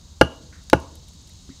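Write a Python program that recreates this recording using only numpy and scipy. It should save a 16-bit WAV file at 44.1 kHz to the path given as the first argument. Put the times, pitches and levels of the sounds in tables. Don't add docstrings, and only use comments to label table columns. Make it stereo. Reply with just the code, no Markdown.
import sys
import numpy as np
from scipy import signal
from scipy.fft import rfft, irfft, next_fast_len
from scipy.io import wavfile
from scipy.ndimage import map_coordinates

SR = 44100
rng = np.random.default_rng(int(sys.argv[2]) if len(sys.argv) > 2 else 0)


def dump_mix(stems):
    frames = np.atleast_2d(stems).T
    limited = np.clip(frames, -1, 1)
    pcm = np.round(limited * 32767).astype(np.int16)
    wavfile.write(sys.argv[1], SR, pcm)


N = 70560


def amp(db):
    return 10 ** (np.asarray(db) / 20)


def unit(x):
    return x / np.sqrt(np.mean(x ** 2) + 1e-20)


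def along(points, hz):
    point_hz, value = np.transpose(points)
    return np.interp(np.log(hz + 1), np.log(point_hz + 1), value)


def colour(points):
    return lambda hz: amp(along(points, hz))


def filtered(x, response):
    size = next_fast_len(N + SR // 2)
    spectrum = rfft(x, size) * response(np.fft.rfftfreq(size, 1 / SR))
    return irfft(spectrum, size)[..., :N]


def noise(gain, spread):
    mid, side = filtered(rng.standard_normal((2, N)), gain)
    return unit(np.array([mid + spread * side, mid - spread * side]))


def wobble(rate):
    knots = rng.standard_normal(int(N * rate / SR) + 4)
    return map_coordinates(knots, [np.arange(N) * rate / SR])


def since(start_s):
    return np.maximum(np.arange(N) / SR - start_s, 0)


def strike(start_s, attack_s, t60_s):
    t = since(start_s)
    rise = 1 - np.exp(-t / attack_s)
    return rise * amp(-60 * t / t60_s)


def ring(modes, start_s, attack_s, tilt_db):
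    out = np.zeros(N)
    for hz, level_db, t60_s in modes:
        octaves = np.log2(max(hz / 900, 1))
        mode_db = level_db + rng.normal(0, 0.4) + tilt_db * octaves
        tone = np.sin(2 * np.pi * hz * since(start_s))
        out += amp(mode_db) * strike(start_s, attack_s, t60_s) * tone
    return out


def knocks():
    # start_s, strength_db, stake_ring_db, crack_db, brightness_db_per_octave, log_pitch_ratio
    blows = [(0.2124, 1.5, 0, -4, 1.5, 0.996), (0.7311, 1, -7, -7, -0.5, 1.02)]
    # pitch_hz, level_db, t60_s
    log_modes = [(289.6, 8, 0.026), (325.8, 0.5, 0.039), (534.2, 16, 0.017), (644.6, 17.5, 0.015),
                 (828, 14.5, 0.016), (1440, -9.5, .023), (1429.4, 4, 0.021), (2274, 5, 0.011),
                 (3521, -18, 0.015)]
    stake_modes = [(1205, -19, 0.091), (1623, -4.5, 0.039), (2822, -9, 0.025), (2858, -46.5, 0.18),
                   (2900, -43, 0.42), (4346, -8.5, 0.006), (6000, -30.5, 0.054)]
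    soil_modes = [(73.5, -15, 0.19), (122, -7.5, 0.094), (171.2, -10, .1)]
    # pitch_hz, level_db
    crack_colour = [(200, 8.5), (1000, 4.5), (2500, 1), (5500, -7.5), (8000, -14.5), (9500, -8.5),
                    (12000, -20.5), (15000, -24)]
    log_attack_s, stake_attack_s, soil_attack_s = 0.005, 0.0003, 0.014
    crack_t60_s = 0.019
    graze_lead_s, graze_db = 0.0017, -20

    out = np.zeros((2, N))
    for start_s, strength_db, stake_db, crack_db, tilt_db, pitch_ratio in blows:
        shifted_log = [(hz * pitch_ratio, level_db, t60_s) for hz, level_db, t60_s in log_modes]
        log = ring(shifted_log, start_s, log_attack_s, tilt_db)
        stake = amp(stake_db) * ring(stake_modes, start_s, stake_attack_s, tilt_db)
        soil = ring(soil_modes, start_s, soil_attack_s, tilt_db)
        full_contact = amp(crack_db) * strike(start_s, 0.000071, crack_t60_s)
        graze = amp(graze_db) * strike(start_s - graze_lead_s, 0.00098, crack_t60_s)
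        crack = (full_contact + graze) * noise(colour(crack_colour), spread=0.59)
        out += amp(strength_db) * (log + stake + crack + soil)
    return out


def fire():
    # start_s, level_db
    pops = [(0.6368, -49), (0.8003, -43), (.954, -39.5), (1.085, -41.5), (1.135, -50), (1.274, -45),
            (1.294, -46)]
    # pitch_hz, level_db
    pop_colour = [(300, -24.5), (1000, -25.5), (1700, -3.5), (6000, -1), (9000, -5), (12000, -8),
                  (16000, -22)]
    snap_s, snap_db, snap_t60_s = 0.6992, -19, 0.012
    pop_t60_s = 0.024
    thin_hz = 6044
    embers_per_s, ember_floor_db = 32, -65.5

    count = int(embers_per_s * N / SR)
    embers = [(u * N / SR, ember_floor_db + 8 * v) for u, v in rng.random((count, 2))]
    snap = amp(snap_db) * strike(snap_s, 0.000296, snap_t60_s) * noise(colour(pop_colour), spread=0.56)
    ticks = sum(amp(level_db) * strike(start_s, 0.00015, pop_t60_s) for start_s, level_db in pops + embers)
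    thin_noise = noise(lambda hz: colour(pop_colour)(hz) * hz / (hz + thin_hz), spread=0.9)
    return snap + ticks * thin_noise


def ports(x, lag_s):
    side = np.array([[1], [-1]])
    return filtered(x, lambda hz: np.exp(1j * np.pi * hz * lag_s * side))


def woods(x):
    # pitch_hz, level_db
    near_colour = [(80, -10.5), (250, -2), (700, -4), (1500, -2.5), (2200, -11), (2870, 6), (3500, -7.5),
                   (6000, -0.5), (14000, -7.5)]
    far_colour = [(80, -11), (250, -4.5), (550, -4.5), (850, -5), (1100, 5), (1400, -7.5), (1650, -8),
                  (2200, -8), (2870, 5), (3500, -3), (14000, -4)]
    # pitch_hz, t60_s
    far_decay = [(150, 0.92), (700, 0.63), (2500, .45), (10000, 0.1)]
    near_db, near_t60_s = -17, 0.17
    far_db, far_rise_s = -32, 0.016
    echo_s, echo_db, echo_t60_s = 0.084, -34, 0.27

    near = noise(colour(near_colour), spread=0.47) * strike(0, 0.001, near_t60_s)
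    hz, t, bands = signal.stft(noise(colour(far_colour), spread=0.61), SR, nperseg=256)
    decay = amp(-60 * t / along(far_decay, hz)[:, None])
    far = signal.istft(bands * decay, SR, nperseg=256)[1][:, :N]
    far = far * (1 - np.exp(-since(0) / far_rise_s))
    echo = noise(colour(far_colour), spread=1.0) * strike(echo_s, 0.0033, echo_t60_s)
    parts = [(near_db, near), (far_db, far), (echo_db, echo)]
    tail = sum(amp(level_db) * part / np.linalg.norm(part[0]) for level_db, part in parts)
    return signal.fftconvolve(x, tail, axes=1)[:, :N]


def handling():
    # start_s, level_db, t60_s, centre_hz, width_octaves
    bumps = [(.524, -49.5, 0.35, 1548, 0.504), (1.292, -60, 0.091, 2160, 0.25),
             (1.491, -30.5, 0.086, 226, 0.38), (1.492, -45, 0.029, 1350, 0.24),
             (1.501, -55.5, 0.17, 2014, 0.17)]
    out = np.zeros((2, N))
    for start_s, level_db, t60_s, centre_hz, width in bumps:
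        body = noise(lambda hz: 1 / (1 + (np.log2((hz + 1) / centre_hz) / width) ** 4), spread=0.3)
        out += amp(level_db) * strike(start_s, 0.0013, t60_s) * body
    return out


def crickets():
    # pitch_hz, level_db
    chorus_colour = [(1290, -46.5), (2200, -14.5), (2410, -21.5), (2570, -13), (2860, -10), (3720, -4),
                     (4220, -1), (5750, -5), (6260, -1), (7190, -4), (8870, -15.5), (9650, -19),
                     (10800, -27.5), (14000, -32.5)]
    # time_s, level_db
    chorus_level = [(0.0, -56), (1.394, -53), (1.6, -52)]
    # pitch_hz, level_db, pulses_per_s
    singers = [(3800, -63, 8.6), (4440, -71, 44), (6510, -65, 18)]
    trim_db, singer_width_hz = 2.5, 110
    chirr_knots_per_s, chirr_db = 60, 0.95

    t = since(0)
    level_db = trim_db + np.interp(t, *np.transpose(chorus_level))
    flutter_db = chirr_db * wobble(chirr_knots_per_s)
    chorus = amp(level_db + flutter_db) * noise(colour(chorus_colour), spread=0.96)
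    for pitch_hz, singer_db, rate in singers:
        pulses = unit(1 + 0.49 * np.sin(2 * np.pi * rate * t + wobble(10)))
        voice = noise(lambda hz: 1 / (1 + ((hz - pitch_hz) / singer_width_hz) ** 4), spread=0.8)
        chorus = chorus + amp(singer_db) * pulses * voice
    return chorus


def rumble():
    # pitch_hz, level_db
    rumble_colour = [(15, -22.5), (45, -6.5), (72, 2), (110, -8), (150, -8), (250, -18.5), (450, -30),
                     (700, -31.5), (1000, -30.5), (1800, -39.5), (4000, -50)]
    return amp(-45.5) * noise(colour(rumble_colour), spread=0.52)


def scene():
    close = ports(knocks() + fire(), lag_s=0.00005)
    cricket_balance = amp([[-0.5], [0.5]])
    return close + woods(close) + handling() + crickets() * cricket_balance + rumble()


def record(dry):
    top_hz = 15600
    clipped = dry / (1 + np.abs(dry) ** 12) ** (1 / 12)
    return filtered(clipped, lambda hz: 1 / (1 + (hz / top_hz) ** 60))


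dry = scene()
out = record(dry)
dump_mix(out)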